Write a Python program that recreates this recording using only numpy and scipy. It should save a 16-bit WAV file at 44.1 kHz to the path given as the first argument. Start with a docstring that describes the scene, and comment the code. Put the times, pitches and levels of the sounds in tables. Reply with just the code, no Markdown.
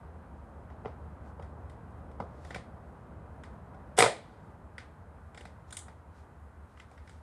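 """Far traffic rumbles while a spring air rifle is loaded with soft knocks and clicks in a small walled,
paved yard; the rifle is fired once and cocked again. Every contact is a brief force that excites the
damped modes of spring, butt, stock, action and barrel, and sliding hands add friction noise.
The walls send back a flutter echo and a short tail, and the recorder's gain ducks under the shot."""
import sys
import numpy as np
from scipy import signal
from scipy.fft import rfft, irfft
from scipy.io import wavfile
from scipy.ndimage import uniform_filter1d

SR = 44100
rng = np.random.default_rng(int(sys.argv[2]) if len(sys.argv) > 2 else 0)


def pcm_store(signal):
    """Save signal as 16-bit PCM."""
    levels = np.round(np.clip(np.atleast_2d(signal), -1, 1) * 32767)
    wavfile.write(sys.argv[1], SR, levels.astype(np.int16).T)


N = 318490

# relative spectral density of the background: frequency_hz, level_db
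BACKGROUND_SPECTRUM = [(15, -58), (25, -29), (55, -7), (79, -6.5), (188, -12), (253, -15.5), (313, -21),
                       (410, -19), (871, -20), (1410, -26.5), (2630, -48.5), (5430, -57.5), (9300, -53.5),
                       (13900, -67), (15500, -83)]
# road noise drawing away, and the engine hum: time_s, level_db
ROAD_LEVELS = [(0, -50.5), (1.7, -48.5), (3.9, -49.5), (5.2, -53.5), (7.22, -57)]
HUM_LEVELS = [(0.0, -47), (0.54, -53), (1.87, -48.5), (3.22, -57.5), (3.82, -54.5), (4.28, -65.5),
              (4.66, -52), (6.45, -52.5), (6.86, -56.5), (7.22, -46)]
# reverberation of the yard: frequency_hz, t60_s, level_db
YARD_DECAY = [(120, 0.31, -5), (300, 0.37, -6), (700, 0.25, -3.5), (2010, 0.29, -3.5), (3500, .3, -3),
              (6100, 0.24, -2), (9000, .25, 1), (11500, .15, -12)]
# hands and sleeves sliding on the rifle: middle_s, length_s, level_db
HAND_RUBS = [(1.283, 0.062, -77), (2.37, 0.15, -79.5), (2.494, 0.14, -66.5), (5.692, 0.037, -72),
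             (6.185, 0.097, -73.5), (6.716, 0.074, -79), (6.802, 0.076, -74), (6.931, 0.093, -76.5),
             (7.126, 0.15, -72)]
# knocks and clicks of loading and cocking: time_s, wood_db, action_db, spring_db
HANDLING_CONTACTS = [(0.7018, -48.5, -55, -86), (0.8495, -36.5, -56, -79), (0.8575, -31, -44, -77),
                     (1.397, -38, -60.5, -75), (1.4254, -64, -56, -66.5), (1.698, -63, -57, -65.5),
                     (2.1148, -55, -61, -74), (2.2025, -28, -47.5, -65.5), (2.4497, -49, -49.5, -62),
                     (2.5069, -40.5, -39.5, -60.5), (2.5466, -43, -35.5, -51), (2.5604, -34.5, -43.5, -55),
                     (3.437, -53, -47.5, -60.5), (3.746, -48, -64, -77), (4.782, -53, -37, -56),
                     (5.3472, -50, -52.5, -60), (5.3766, -48, -45.5, -54), (5.41, -50, -50, -59),
                     (5.454, -43.5, -47, -59.5), (5.7077, -57, -56.5, -52.5), (5.7268, -55, -44, -41),
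                     (5.77, -62, -45, -34), (5.79, -65, -56, -44.5), (5.8833, -47.5, -51.5, -68),
                     (6.774, -62, -56.5, -77), (6.8, -58, -47, -63), (6.9143, -52, -65, -70),
                     (6.978, -64, -52.5, -73.5), (7.0759, -67, -52.5, -67.5), (7.0949, -57, -55, -60.5)]
# sear release, piston rush and stop, muzzle crack, spring rattle, rebound, pellet strike, target rattle:
# time_s, wood_db, action_db, spring_db, contact_ms
SHOT_CONTACTS = [(3.976, -43.5, -46.5, -43.5, 10), (3.979, -31.5, -29.5, -32.5, 4.1),
                 (3.9846, -12.5, -31, -31, 1.83), (3.9886, -11, -18.5, -10, 0.46),
                 (3.995, -27.5, -19, -20, 6.1), (4.0053, -9, -11.5, -21, 1.1),
                 (4.0214, -15, -21.5, -30.5, 2), (4.0243, -9, -10, -17, 1.0),
                 (4.031, -13, -26, -31.5, 2.64), (4.040, -12.5, -22.5, -32.5, 3.3),
                 (4.062, -16.5, -24.5, -40, 2.83)]
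# normal modes of each part: pitch_hz, level_db, t60_s
SPRING_MODES = [(6700, -3, .002), (7500, -1, .003), (8300, -1, .003), (9200, -1, .0025), (10200, -3, .002),
                (11800, -12, .002)]
BUTT_MODES = [(135, 3, 0.071), (178.5, 7, 0.08), (231.1, -1.5, 0.048)]
STOCK_MODES = [(440, -1, .028), (570, 1, .025), (750, 0, .028), (950, -4, .018), (1230, -5, .018)]
ACTION_MODES = [(1480, -1, .012), (1980, 0, .013), (2300, -4, .011), (2800, -8, .005)]
BARREL_MODES = [(3400, 0, .004), (4100, -2, .003), (4900, -2, .003), (5700, -3, .0025)]
# band radiated by each part, in the order above: low_hz, high_hz
RADIATED_BANDS = [(5660, 21000), (101, 380), (434, 1700), (1310, 6100), (2790, 6400)]

HUM_HZ, HUM_WIDTH_HZ = 75, 18
HISS_DB, CROSSOVER_HZ = -51, 1300  # the recorder's hiss takes over from the road in the treble
FLUTTER_TRIP_S, FLUTTER_TRIP_DB, WALL_HZ = 0.02, -12.5, 5000  # brick dulls the flutter above WALL_HZ
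NEAREST_WALL_S, TAIL_RISE_S = 0.003, 0.0027
FAR_T60_S, FAR_DB, FAR_HZ = 0.86, -28.5, 3300  # a faint slow tail from the houses beyond
DIFFUSE_T60_SHARE = 0.33  # averaged over all directions, the modes blur and ring for less time
RUB_HZ, RIFLE_TOP_HZ = 3120, 10400
BLOW_DB, BLOW_WIDTH_MS = -4, 0.075  # the main blow of a 1 ms contact
HANDLING_MS, HANDLING_YARD_DB = 2.5, -1.5  # beside the microphone, handling is drier than the shot
DUCK_FROM_DB, DUCK_SLOPE, RECOVERY_DB_PER_S = -23.5, 0.41, 17
LOW_CUT_HZ, HIGH_CUT_HZ = 35.7, 15800


def from_db(db):
    """Amplitude ratio of a level in decibels."""
    return 10 ** (np.asarray(db) / 20)


def rms_one(x):
    """Normalisation to unit mean power."""
    return x / np.sqrt(np.mean(x ** 2) + 1e-20)


def at_hz(points, hz):
    """Interpolation on a logarithmic frequency axis."""
    frequencies, values = np.transpose(points)
    return np.interp(np.log(hz), np.log(frequencies), values)


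def in_time(points):
    """Linear interpolation at every sample."""
    return np.interp(np.arange(N) / SR, *np.transpose(points))


def filtered(x, order, hz, kind="low"):
    """Butterworth filtering, flat in the passband."""
    return signal.sosfilt(signal.butter(order, hz, kind, fs=SR, output="sos"), x)


def drift(rate_hz):
    """Low-passed noise: a slow random fluctuation of unit rms."""
    step = 40
    pole = np.exp(-2 * np.pi * rate_hz * step / SR)
    slow = signal.lfilter([1], [1, -2 * pole, pole ** 2], rng.standard_normal(N // step + 2002))[2000:]
    return np.interp(np.arange(N) / step, np.arange(len(slow)), rms_one(slow))


def noise_bands(length):
    """Third-octave bands with uncorrelated neighbours, as (centre_hz, noise) pairs."""
    edges = 25 * 2 ** (np.arange(29) / 3)
    white = rng.standard_normal((2, length))
    for k, (low, high) in enumerate(zip(edges, edges[1:])):
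        yield np.sqrt(low * high), filtered(white[k % 2], 2, [low, high], "band")


def background(power_share):
    """Incoherent bands add in power: power_share(hz) takes part of a wavering noise of unit rms."""
    common_drift = drift(4.5)
    whole, part = 0, 0
    for hz, noise in noise_bands(N):
        band = noise * from_db(at_hz(BACKGROUND_SPECTRUM, hz) + .5 * common_drift + .6 * drift(9))
        whole += band
        part += band * np.sqrt(power_share(hz))
    return part / np.sqrt(np.mean(whole ** 2))


def traffic():
    """Broadband road noise and an engine hum, which wavers as narrow-band noise does."""
    road = background(lambda hz: 1 / (1 + (hz / CROSSOVER_HZ) ** 4))
    radius = np.exp(-np.pi * HUM_WIDTH_HZ / SR)
    resonance = [1, -2 * radius * np.cos(2 * np.pi * HUM_HZ / SR), radius ** 2]
    hum = rng.standard_normal(N)
    for _ in range(2):
        hum = signal.lfilter([1, 0, -1], resonance, hum)
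    return from_db(in_time(ROAD_LEVELS)) * road + from_db(in_time(HUM_LEVELS)) * rms_one(hum)


def yard(sound):
    """Reverberation: dense reflections decay exponentially, and facing walls add a flutter echo."""
    t, decay = np.arange(SR) / SR, np.array(YARD_DECAY)
    response = np.zeros(SR)
    for hz, noise in noise_bands(SR):
        near = noise, at_hz(decay[:, [0, 1]], hz), at_hz(decay[:, [0, 2]], hz)
        far = noise[::-1], FAR_T60_S, FAR_DB - 6 * np.log2(hz / FAR_HZ) ** 2
        for carrier, t60_s, level_db in (near, far):
            unit_energy_gain = np.sqrt(6 * np.log(10) / t60_s / SR)
            response += carrier * from_db(level_db - 60 * t / t60_s) * unit_energy_gain
    response *= 1 - np.exp(-t / TAIL_RISE_S)
    flutter = np.zeros(SR)
    for trip in range(1, 4):
        flutter[round(trip * FLUTTER_TRIP_S * SR)] = from_db(trip * FLUTTER_TRIP_DB)
    response += filtered(flutter, 1, WALL_HZ)
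    return signal.fftconvolve(sound, response)[:N]


def rubs():
    """Sliding friction: noise two octaves wide swells and fades with each movement."""
    t = np.arange(N) / SR
    noise = filtered(rng.standard_normal(N), 1, [RUB_HZ / 2, RUB_HZ * 2], "band")
    envelope = sum(from_db(db) * np.exp(-(2 * (t - middle_s) / length_s) ** 2)
                   for middle_s, length_s, db in HAND_RUBS)
    return envelope * rms_one(filtered(noise, 4, RIFLE_TOP_HZ))


def ring(force, hz, t60_s):
    """A damped oscillator answers each impulse with a decaying sine."""
    radius, angle = from_db(-60 / (t60_s * SR)), 2 * np.pi * hz / SR
    return signal.lfilter([0, np.sin(angle)], [1, -2 * radius * np.cos(angle), radius ** 2], force)


def contact_force(t, contact_ms):
    """Impact: one blow, weaker in a longer contact, at the crest of a burst of micro-clicks."""
    contact_s = contact_ms / 1000
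    blow = from_db(BLOW_DB) / contact_ms * np.exp(-((t - contact_s) * 1000 / BLOW_WIDTH_MS) ** 2)
    clicks = rng.standard_normal(len(t)) * t / contact_s * np.exp(-t / contact_s)
    return clicks - blow


def direct_ring(force, modes, steel):
    """Modal superposition: wooden modes start in phase, steel modes alternate in sign."""
    signs = (-1 if steel else 1) ** np.arange(len(modes))
    strengths = signs * from_db(2.5 * rng.standard_normal(len(modes)))
    return sum(gain * from_db(db) * ring(force, hz, t60) for gain, (hz, db, t60) in zip(strengths, modes))


def diffuse_ring(t, modes, delay_s):
    """Averaged over all directions, modes add in power; their spectrum gives one delayed pulse."""
    impulse = 1. * (t == 0)
    power = sum(abs(from_db(db) * rfft(ring(impulse, hz, t60 * DIFFUSE_T60_SHARE))) ** 2
                for hz, db, t60 in modes)
    pulse = np.roll(irfft(np.sqrt(power)), round(delay_s * SR))
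    return pulse * (t < t.mean())


def rifle(contacts, butt_offset_db):
    """Forced vibration: each contact rings all five parts. Returns the direct and the diffuse sound."""
    t = np.arange(8192) / SR
    sound = np.zeros((2, N + len(t)))
    parts = SPRING_MODES, BUTT_MODES, STOCK_MODES, ACTION_MODES, BARREL_MODES
    for time_s, wood_db, action_db, spring_db, contact_ms in contacts:
        force, contact_s = contact_force(t, contact_ms), contact_ms / 1000
        start = round((time_s - contact_s) * SR)  # the blow falls at time_s
        barrel_db = (action_db + spring_db) / 2 - 3
        levels_db = spring_db, wood_db + butt_offset_db, wood_db, action_db, barrel_db
        for modes, band_hz, level_db in zip(parts, RADIATED_BANDS, levels_db):
            direct = direct_ring(force, modes, steel=band_hz[0] > 1000)
            diffuse = diffuse_ring(t, modes, contact_s + NEAREST_WALL_S)
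            direct, diffuse = filtered([direct, diffuse], 3, band_hz, "band")
            diffuse *= np.linalg.norm(direct) / np.linalg.norm(diffuse)  # equal energy
            amplitude = np.sqrt(2 * uniform_filter1d(direct ** 2, size=177).max())  # loudest 4 ms
            sound[:, start:start + len(t)] += from_db(level_db) / amplitude * np.array([direct, diffuse])
    return filtered(sound[:, :N], 3, RIFLE_TOP_HZ)


def scene():
    """Superposition of the rifle's direct sound, its reflections, the rubbing and the traffic."""
    handling = [(*row, HANDLING_MS) for row in HANDLING_CONTACTS]
    handled, handled_diffuse = rifle(handling, butt_offset_db=-6)
    fired, fired_diffuse = rifle(SHOT_CONTACTS, butt_offset_db=-18)
    echoes = yard(fired_diffuse + from_db(HANDLING_YARD_DB) * handled_diffuse)
    return (handled + fired + echoes + rubs() + traffic())[None]


def record(dry):
    """Automatic gain control ducks and steadily recovers; hiss, saturation and band limits follow."""
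    level_db = 10 * np.log10(uniform_filter1d(dry ** 2, size=441, axis=1).clip(1e-12))
    duck_db = DUCK_SLOPE * np.maximum(level_db - DUCK_FROM_DB, 0)
    recovery_db = RECOVERY_DB_PER_S * np.arange(N) / SR
    held_db = np.maximum.accumulate(duck_db + recovery_db, axis=1) - recovery_db
    smooth_db = signal.lfilter([.004], [1, -.996], held_db)
    ducked = filtered(dry * from_db(-smooth_db), 2, LOW_CUT_HZ, "high")
    hiss = from_db(HISS_DB) * background(lambda hz: 1 / (1 + (CROSSOVER_HZ / hz) ** 4))
    rounded = np.tanh(ducked + hiss)
    return signal.sosfilt(signal.cheby2(12, 70, HIGH_CUT_HZ, fs=SR, output="sos"), rounded)


dry = scene()
out = record(dry)
pcm_store(out)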